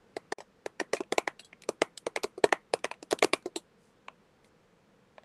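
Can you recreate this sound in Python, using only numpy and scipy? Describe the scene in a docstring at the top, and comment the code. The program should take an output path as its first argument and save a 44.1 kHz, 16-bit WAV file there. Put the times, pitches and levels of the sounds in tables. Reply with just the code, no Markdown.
"""A plastic keyboard, close up: someone types a short phrase in a quiet room.
A fingertip brushes each key, the key bottoms out with a damped thud in the case and a clack in its cap,
and loose parts chatter briefly. Returning keys tick, one spring sings, a few soft taps follow.
The room adds a short tail over faint background noise and two light rustles.
The level dips briefly near the start."""
import sys
import numpy as np
from scipy import signal
from scipy.fft import rfft, irfft
from scipy.io import wavfile

SR = 44100
rng = np.random.default_rng(int(sys.argv[2]) if len(sys.argv) > 2 else 0)


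def wav_out(sig):
    """Save sig, one row per channel (or a flat mono array), as 16-bit PCM at SR to the path in sys.argv[1]."""
    wavfile.write(sys.argv[1], SR, np.round(np.clip(np.atleast_2d(sig).T, -1, 1) * 32767).astype(np.int16))


N = 231348


def undb(db):
    """Decibels to gain."""
    return 10 ** (np.asarray(db) / 20)


def unit(x):
    """Scale to an energy of one."""
    return x / np.sqrt(np.sum(x ** 2) + 1e-18)


def fade(t, t60):
    """Free decay, 60 dB down after t60."""
    return np.exp(-np.log(1000) * t / t60)


def band(x, low_hz, high_hz, order=2):
    """Causal band-pass."""
    return signal.sosfilt(signal.butter(order, [low_hz, high_hz], "bandpass", fs=SR, output="sos"), x)


def along(table, at):
    """Read a two-column table with straight lines."""
    return np.interp(at, *np.transpose(table))


def add(track, start_s, sound):
    """Mix a sound into a track."""
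    i = int(round(start_s * SR))
    track[i:i + len(sound)] += sound[:N - i]


def colour(x, curve, size=2 ** 18):
    """Minimum-phase EQ through (Hz, dB) points."""
    points_hz, points_db = np.transpose(curve)
    hz = np.arange(size // 2 + 1) * SR / size
    gain_db = np.interp(np.log(hz + 1), np.log(points_hz), points_db)
    cepstrum = irfft(np.log(undb(gain_db)))
    cepstrum[1:size // 2] *= 2
    cepstrum[size // 2 + 1:] = 0
    return irfft(rfft(x, size) * np.exp(rfft(cepstrum)))[:N]


def half_octave_noises():
    """White noise split into half-octave bands: (centre_hz, noise)."""
    spectrum = rfft(rng.standard_normal(N))
    hz = np.arange(N // 2 + 1) * SR / N
    edges_hz = 22 * 2 ** (np.arange(20) / 2)
    for low, high in zip(edges_hz, edges_hz[1:]):
        noise = unit(irfft(spectrum * (hz >= low) * (hz < high), N))
        yield np.sqrt(low * high), noise * np.sqrt(N * (high - low))


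def grit(size, spread_db=7):
    """Grainy noise: sparse, uneven micro-impacts."""
    return rng.standard_normal(size) * undb(spread_db * rng.standard_normal(size))


# Colour of the room tone: frequency_hz, gain_db
ROOM_TONE_EQ = [(25, -4.5), (60, -10.5), (130, -3), (200, 3.5), (270, -5), (360, -4.5), (480, 1), (600, -9),
                (1400, -12.5), (2500, -18.5), (4000, -24), (8000, -31), (11000, -37.5), (15000, -44.5)]

def room_tone(t, level_db=-67.5, waver_db=0.5):
    """Faint, steady room noise; each band wavers slightly on its own."""
    knots_s = np.linspace(0, N / SR, 50)
    bed = 0
    for _, noise in half_octave_noises():
        waver = np.interp(t, knots_s, rng.standard_normal(len(knots_s)))
        bed = bed + noise * undb(waver_db * waver)
    return unit(colour(bed, ROOM_TONE_EQ)) * np.sqrt(N) * undb(level_db)


def swell(t, start_s, length_s):
    """A half-sine rise and fall."""
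    return np.sin(np.pi * np.clip((t - start_s) / length_s, 0, 1))


# Faint rustles after the phrase: start_s, length_s, level_db
RUSTLE_SWELLS = [(3.767, 0.18, -79.5), (4.425, 0.077, -78.5)]

def rustle(t):
    """Fine, bright friction grains swell and fade."""
    grains = unit(band(grit(N), 4500, 10600, order=3)) * np.sqrt(N)
    return grains * sum(undb(db) * swell(t, start_s, length_s) for start_s, length_s, db in RUSTLE_SWELLS)


def key_spring(t, pitch_hz=3320, width_hz=110, level_db=-67.5):
    """A key spring sings briefly: a faint, narrow squeak."""
    squeak = band(rng.standard_normal(N), pitch_hz - width_hz / 2, pitch_hz + width_hz / 2)
    return undb(level_db) * unit(squeak) * np.sqrt(N) * swell(t, start_s=1.41, length_s=0.07)


# Decay of the room: frequency_hz, t60_s
ROOM_DECAY = [(150, 0.19), (400, 0.12), (1000, 0.14), (2200, 0.093), (5000, 0.12), (10000, .15)]
# Faint ring of the keyboard's frame: pitch_hz, t60_s, level_db (relative to the room tail)
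FRAME_MODES = [(1044, 0.12, -20), (1910, 0.17, -20), (2280, 0.16, -24), (4200, .1, -22.5)]

def room_and_frame(send, build_s=0.0054):
    """Diffuse reflections build up quickly and fade; the frame rings with them."""
    t = np.arange(SR // 2) / SR
    tail = sum(noise[:len(t)] * fade(t, along(ROOM_DECAY, hz)) for hz, noise in half_octave_noises())
    build = 1 - np.exp(-(t / build_s) ** 2)
    frame = sum(undb(db) * unit(np.sin(2 * np.pi * hz * t) * fade(t, t60)) for hz, t60, db in FRAME_MODES)
    return signal.fftconvolve(send, unit(tail * build) + frame)[:N]


def desk_thump(t, low_hz=129, high_hz=264.6):
    """The case pushes on the desk, which answers with a low thump."""
    return unit(band(rng.standard_normal(len(t)) * fade(t, t60=0.066), low_hz, high_hz, order=1))


def cap_ring(t, pitch_hz, width_hz=300):
    """A few close modes of the key cap outlast the clack."""
    modes = band(rng.standard_normal(len(t)), pitch_hz - width_hz / 2, pitch_hz + width_hz / 2)
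    return unit(modes * fade(t, t60=0.16))


BRUSH_LEAD_S = 0.01  # the finger lands this long before the key stops

def part_hit(pitch_hz, part, polarity, looseness, brush_s=0.0019, chatter_s=0.005):
    """One part rings from brush, stop and rebounds; a looser key rings longer and chatters more."""
    low_hz, high_hz, t60, dense_db, chatter_db, brush_db = part[:6]
    t = np.arange(3072) / SR
    decay = fade(t, t60 * looseness)
    mode = unit(polarity * np.sin(2 * np.pi * pitch_hz * t) * decay)
    dense_modes = unit(band(rng.standard_normal(len(t)) * decay, low_hz, high_hz))
    ring = band(mode + undb(dense_db) * dense_modes, low_hz, high_hz)
    lead = round(BRUSH_LEAD_S * SR)
    brush = undb(brush_db) * unit(rng.standard_normal(lead) * np.exp(-t[:lead] / brush_s))[::-1]
    impacts = undb(chatter_db) * looseness * unit(grit(len(t)) * np.exp(-t / (chatter_s * looseness)))
    impacts[0] += 1  # the sharp stop itself
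    echo_s = 0.0027 * rng.uniform(0.75, 1.25)  # a faint, very short echo, its delay random for each part
    impacts[int(echo_s * SR)] += undb(-11.5)
    return unit(signal.fftconvolve(np.r_[brush, impacts], ring)[:len(t)])


# Ringing parts of a key, one row each for case, plate, cap, snap and tick:
# low_hz, high_hz, t60_s, dense_modes_db, chatter_db, brush_db, room_send_db, trim_db
KEY_PARTS = [(273, 639, .026, -5, -12, -19, -19.5, -3.5), (512, 1250, 0.016, -0.5, -7.5, -16.5, -16.5, -2),
             (1427, 2764, 0.0071, -5.5, -11, -12, -21.5, -1.5),
             (3070, 7000, 0.0029, 0.5, -4, -9.5, -23, -0.5),
             (7104, 12700, 0.0055, -0.5, 1, -8.5, -18.5, -3.5)]

def strike(direct, send, start_s, pitches_hz, levels_db, looseness):
    """Mix one stroke into the direct track and the room send: five parts, cap ring and desk thump."""
    t = np.arange(SR // 10) / SR
    rms_scale = np.sqrt(0.01 * SR)  # unit energy becomes an rms of one over 10 ms
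    for k, (hz, db, part) in enumerate(zip(pitches_hz, levels_db, KEY_PARTS)):
        low_hz, high_hz, *_, send_db, trim_db = part
        gain = rms_scale * undb(db + trim_db)
        early_s = BRUSH_LEAD_S + 0.67 / hz  # low parts take longer to peak
        polarity = (-1) ** k  # neighbouring parts swing in opposite senses
        add(direct, start_s - early_s, gain * part_hit(hz, part, polarity, looseness))
        # the room hears a key from all sides, so it gets the part's smooth average colour
        smooth_click = unit(band(signal.unit_impulse(len(t)), low_hz, high_hz, order=3))
        add(send, start_s, gain * undb(send_db) * smooth_click)
    case_db, cap_db, cap_hz = levels_db[0], levels_db[2], pitches_hz[2]
    add(direct, start_s, rms_scale * undb(cap_db - 21) * cap_ring(t, cap_hz))
    add(direct, start_s - 0.00189, rms_scale * undb(case_db - 23) * desk_thump(t))


def part_levels(level_db, thud_db, edge_db, case_hz, average_case_hz=427.2):
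    """Balance of the five parts: bottoming out (thud) feeds the lows, a hard contact (edge) the highs."""
    # the plate takes part of the thud, and more at stiff, high-pitched spots
    plate_db = 0.53 * thud_db + 13.5 * np.log2(case_hz / average_case_hz)
    return level_db + np.array([thud_db, plate_db, 0, edge_db, 1.25 * edge_db])


def tick_pitch(centre_hz=7920, scatter_octaves=0.17):
    """Each stroke ticks at a pitch of its own."""
    return centre_hz * 2 ** (scatter_octaves * rng.standard_normal())


# Soft taps after the phrase: start_s, level_db, edge_db, plate_hz, cap_hz, looseness
FINGER_TAPS = [(4.084, -44.5, -15.5, 1130, 2630, 0.52), (5.1817, -53, -14, 620, 1750, 1),
               (5.2347, -67, -6, 660, 1820, 1)]

def finger_taps(thud_db=-3.5, case_hz=580, snap_hz=3700):
    """A fingertip lands without moving a key."""
    for start_s, level_db, edge_db, plate_hz, cap_hz, looseness in FINGER_TAPS:
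        levels_db = part_levels(level_db, thud_db, edge_db, case_hz)
        levels_db[-1] -= 30  # the pad of the finger muffles the tick
        yield start_s, (case_hz, plate_hz, cap_hz, snap_hz, tick_pitch()), levels_db, looseness


# Upstrokes: start_s, level_db, edge_db, cap_hz, looseness
KEY_RETURNS = [(.9675, -41.5, -12, 2435, 2.4), (1.036, -58.5, -13.5, 2600, 0.89),
               (1.3949, -50.5, -0.5, 2800, 2.1), (1.4475, -73, 13.5, 3360, 2.2),
               (1.53, -47.5, -25, 2260, 0.95), (1.6214, -61.5, 4, 2750, 0.73),
               (1.6367, -54.5, -6.5, 2440, 0.99), (1.9769, -53.5, 8.5, 3120, 0.83),
               (2.491, -49.5, -15, 1850, 1), (2.7906, -65, -2.5, 2300, 1.4),
               (2.9399, -55, -13.5, 2050, 1.4), (3.1898, -49, 1.5, 3100, .6),
               (3.4255, -68.5, -3, 1530, 0.86), (4.4457, -66.5, -5.5, 2150, 1)]

def key_returns(thud_db=-12.5, case_hz=340, plate_hz=668, snap_hz=4070):
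    """A key springs back up and ticks, barely stirring the case."""
    for start_s, level_db, edge_db, cap_hz, looseness in KEY_RETURNS:
        levels_db = part_levels(level_db, thud_db, edge_db, case_hz)
        yield start_s, (case_hz, plate_hz, cap_hz, snap_hz, tick_pitch()), levels_db, looseness


# Downstrokes: start_s, level_db, thud_db, edge_db, case_hz, plate_hz, cap_hz, snap_hz, looseness
KEY_PRESSES = [(.167, -43, 9.5, -7.5, 412, 664, 2070, 4130, 1.08),
               (0.3229, -35.5, 4, -8.5, 425, 750, 1810, 3600, 1.27),
               (0.3848, -54, 10, -5, 430, 580, 2350, 3560, 1.4),
               (0.4047, -52, 2, -4.5, 554, 845, 1870, 3940, 2.04),
               (0.6618, -40.5, 7.5, -8, 410, 583, 1780, 6900, 0.77),
               (0.8006, -30, -5.5, -11, 384, 680, 1846, 4730, 1.21),
               (0.8133, -46.5, 17.5, -20, 377, 656, 1850, 6050, 0.39),
               (.934, -31.5, 6, -6.5, 452, 550, 1850, 5850, 1.26),
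               (.947, -48.5, 8, 0, 413, 684, 2660, 6600, 2.4),
               (1.006, -48, 20, -6.5, 403, 816, 2570, 6400, 1.18),
               (1.124, -33.5, 8.5, -4, 380, 744, 1940, 4500, 0.98),
               (1.182, -27, 2.5, -8.5, 450, 725, 2305, 4100, 0.93),
               (1.277, -28.5, -5, -15.5, 438, 830, 1840, 3700, 0.76),
               (1.69, -42.5, 17.5, 1.5, 466, 680, 2410, 6000, 0.98),
               (1.819, -26.5, 4.5, -9, 440, 680, 2080, 5070, 0.83),
               (2.067, -40.5, 12.5, -5, 470, 626, 2040, 4030, 0.97),
               (2.1618, -30.5, -5, -9, 433, 624, 2150, 3440, 0.98),
               (2.1727, -40, 3.5, -20, 387, 1110, 2300, 4180, 1.2),
               (2.2348, -46, -4, 5, 563, 1160, 2670, 4160, 0.96),
               (2.2418, -41, 15.5, -1.5, 409, 610, 2180, 4420, 1.04),
               (2.379, -67.5, 33, 3.5, 376, 630, 2220, 6000, 1.5),
               (2.441, -27.5, 11, -7, 424, 667, 1780, 3440, 1.37),
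               (2.526, -22, -2, -16, 448, 1072, 1970, 3550, 0.88),
               (2.7376, -34, 10.5, -3.5, 463, 594, 2530, 4940, 0.98),
               (2.8444, -33.5, -1, -7.5, 480, 615, 2520, 3370, .6),
               (2.8523, -36.5, -1, -12, 403, 1060, 1890, 3850, 1.14),
               (2.914, -39, -8.5, -12.5, 605, 980, 2530, 3330, 1),
               (3.0281, -55, 14.5, 2.5, 307, 647, 2690, 5640, 0.92),
               (3.1113, -44.5, -2, 5, 523, 656, 1830, 4820, 0.96),
               (3.1183, -44.5, 1, 1.5, 520, 1200, 1930, 4340, 0.34),
               (3.1275, -35, 13.5, -4, 421, 650, 1420, 4130, 0.89),
               (3.226, -23.5, 2, -10, 437, 640, 2150, 3390, 1),
               (3.2381, -38.5, -4, 1, 376, 1220, 1860, 4620, .93),
               (3.2456, -34, 13.5, -1, 380, 708, 2440, 3500, 0.5),
               (3.3345, -25.5, 1.5, -6.5, 392, 1110, 2370, 3700, .94),
               (3.341, -41.5, -1, -4.5, 295, 680, 2710, 4760, 0.98),
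               (3.4589, -54.5, 25, 0.5, 356, 666, 2100, 6700, 1.7),
               (3.5608, -46, 15, 7, 357, 880, 2870, 3540, 2.04)]

def key_presses():
    """A key bottoms out with a thud in the case and a clack in its cap."""
    for start_s, level_db, thud_db, edge_db, case_hz, plate_hz, cap_hz, snap_hz, looseness in KEY_PRESSES:
        levels_db = part_levels(level_db, thud_db, edge_db, case_hz)
        yield start_s, (case_hz, plate_hz, cap_hz, snap_hz, tick_pitch()), levels_db, looseness


# Overall tone of the typing, mild body colour with a steep treble cut near 12 kHz: frequency_hz, gain_db
TYPING_EQ = [(300, -0.5), (440, 0), (520, -0.5), (650, 2), (860, -1), (1150, -2.5), (1450, -2),
             (2400, -1.5), (3150, 1.5), (7000, -1.5), (9500, 1), (11900, -8), (12400, -15), (15000, -16.5)]

def keyboard():
    """Every stroke with its room tail, through one overall EQ."""
    direct, send = np.zeros(N), np.zeros(N)
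    for strokes in (key_presses(), key_returns(), finger_taps()):
        for stroke in strokes:
            strike(direct, send, *stroke)
    return colour(direct + room_and_frame(send), TYPING_EQ)


def scene():
    """Typing over room tone, one squeak and light rustles, in mono."""
    t = np.arange(N) / SR
    return (keyboard() + room_tone(t) + key_spring(t) + rustle(t))[None]


# Master fader with one brief dip; the end values hold: time_s, gain_db
FADER = [(.329, 4), (.342, -34), (.372, -19), (.386, 3)]

def record(dry, cutoff_hz=15400):
    """The level dips once, and a steep low-pass cuts the top."""
    gain = undb(along(FADER, np.arange(N) / SR))
    low_pass = signal.ellip(8, 0.2, 70, cutoff_hz, fs=SR, output="sos")
    return signal.sosfilt(low_pass, dry * gain)


dry = scene()
out = record(dry)
wav_out(out)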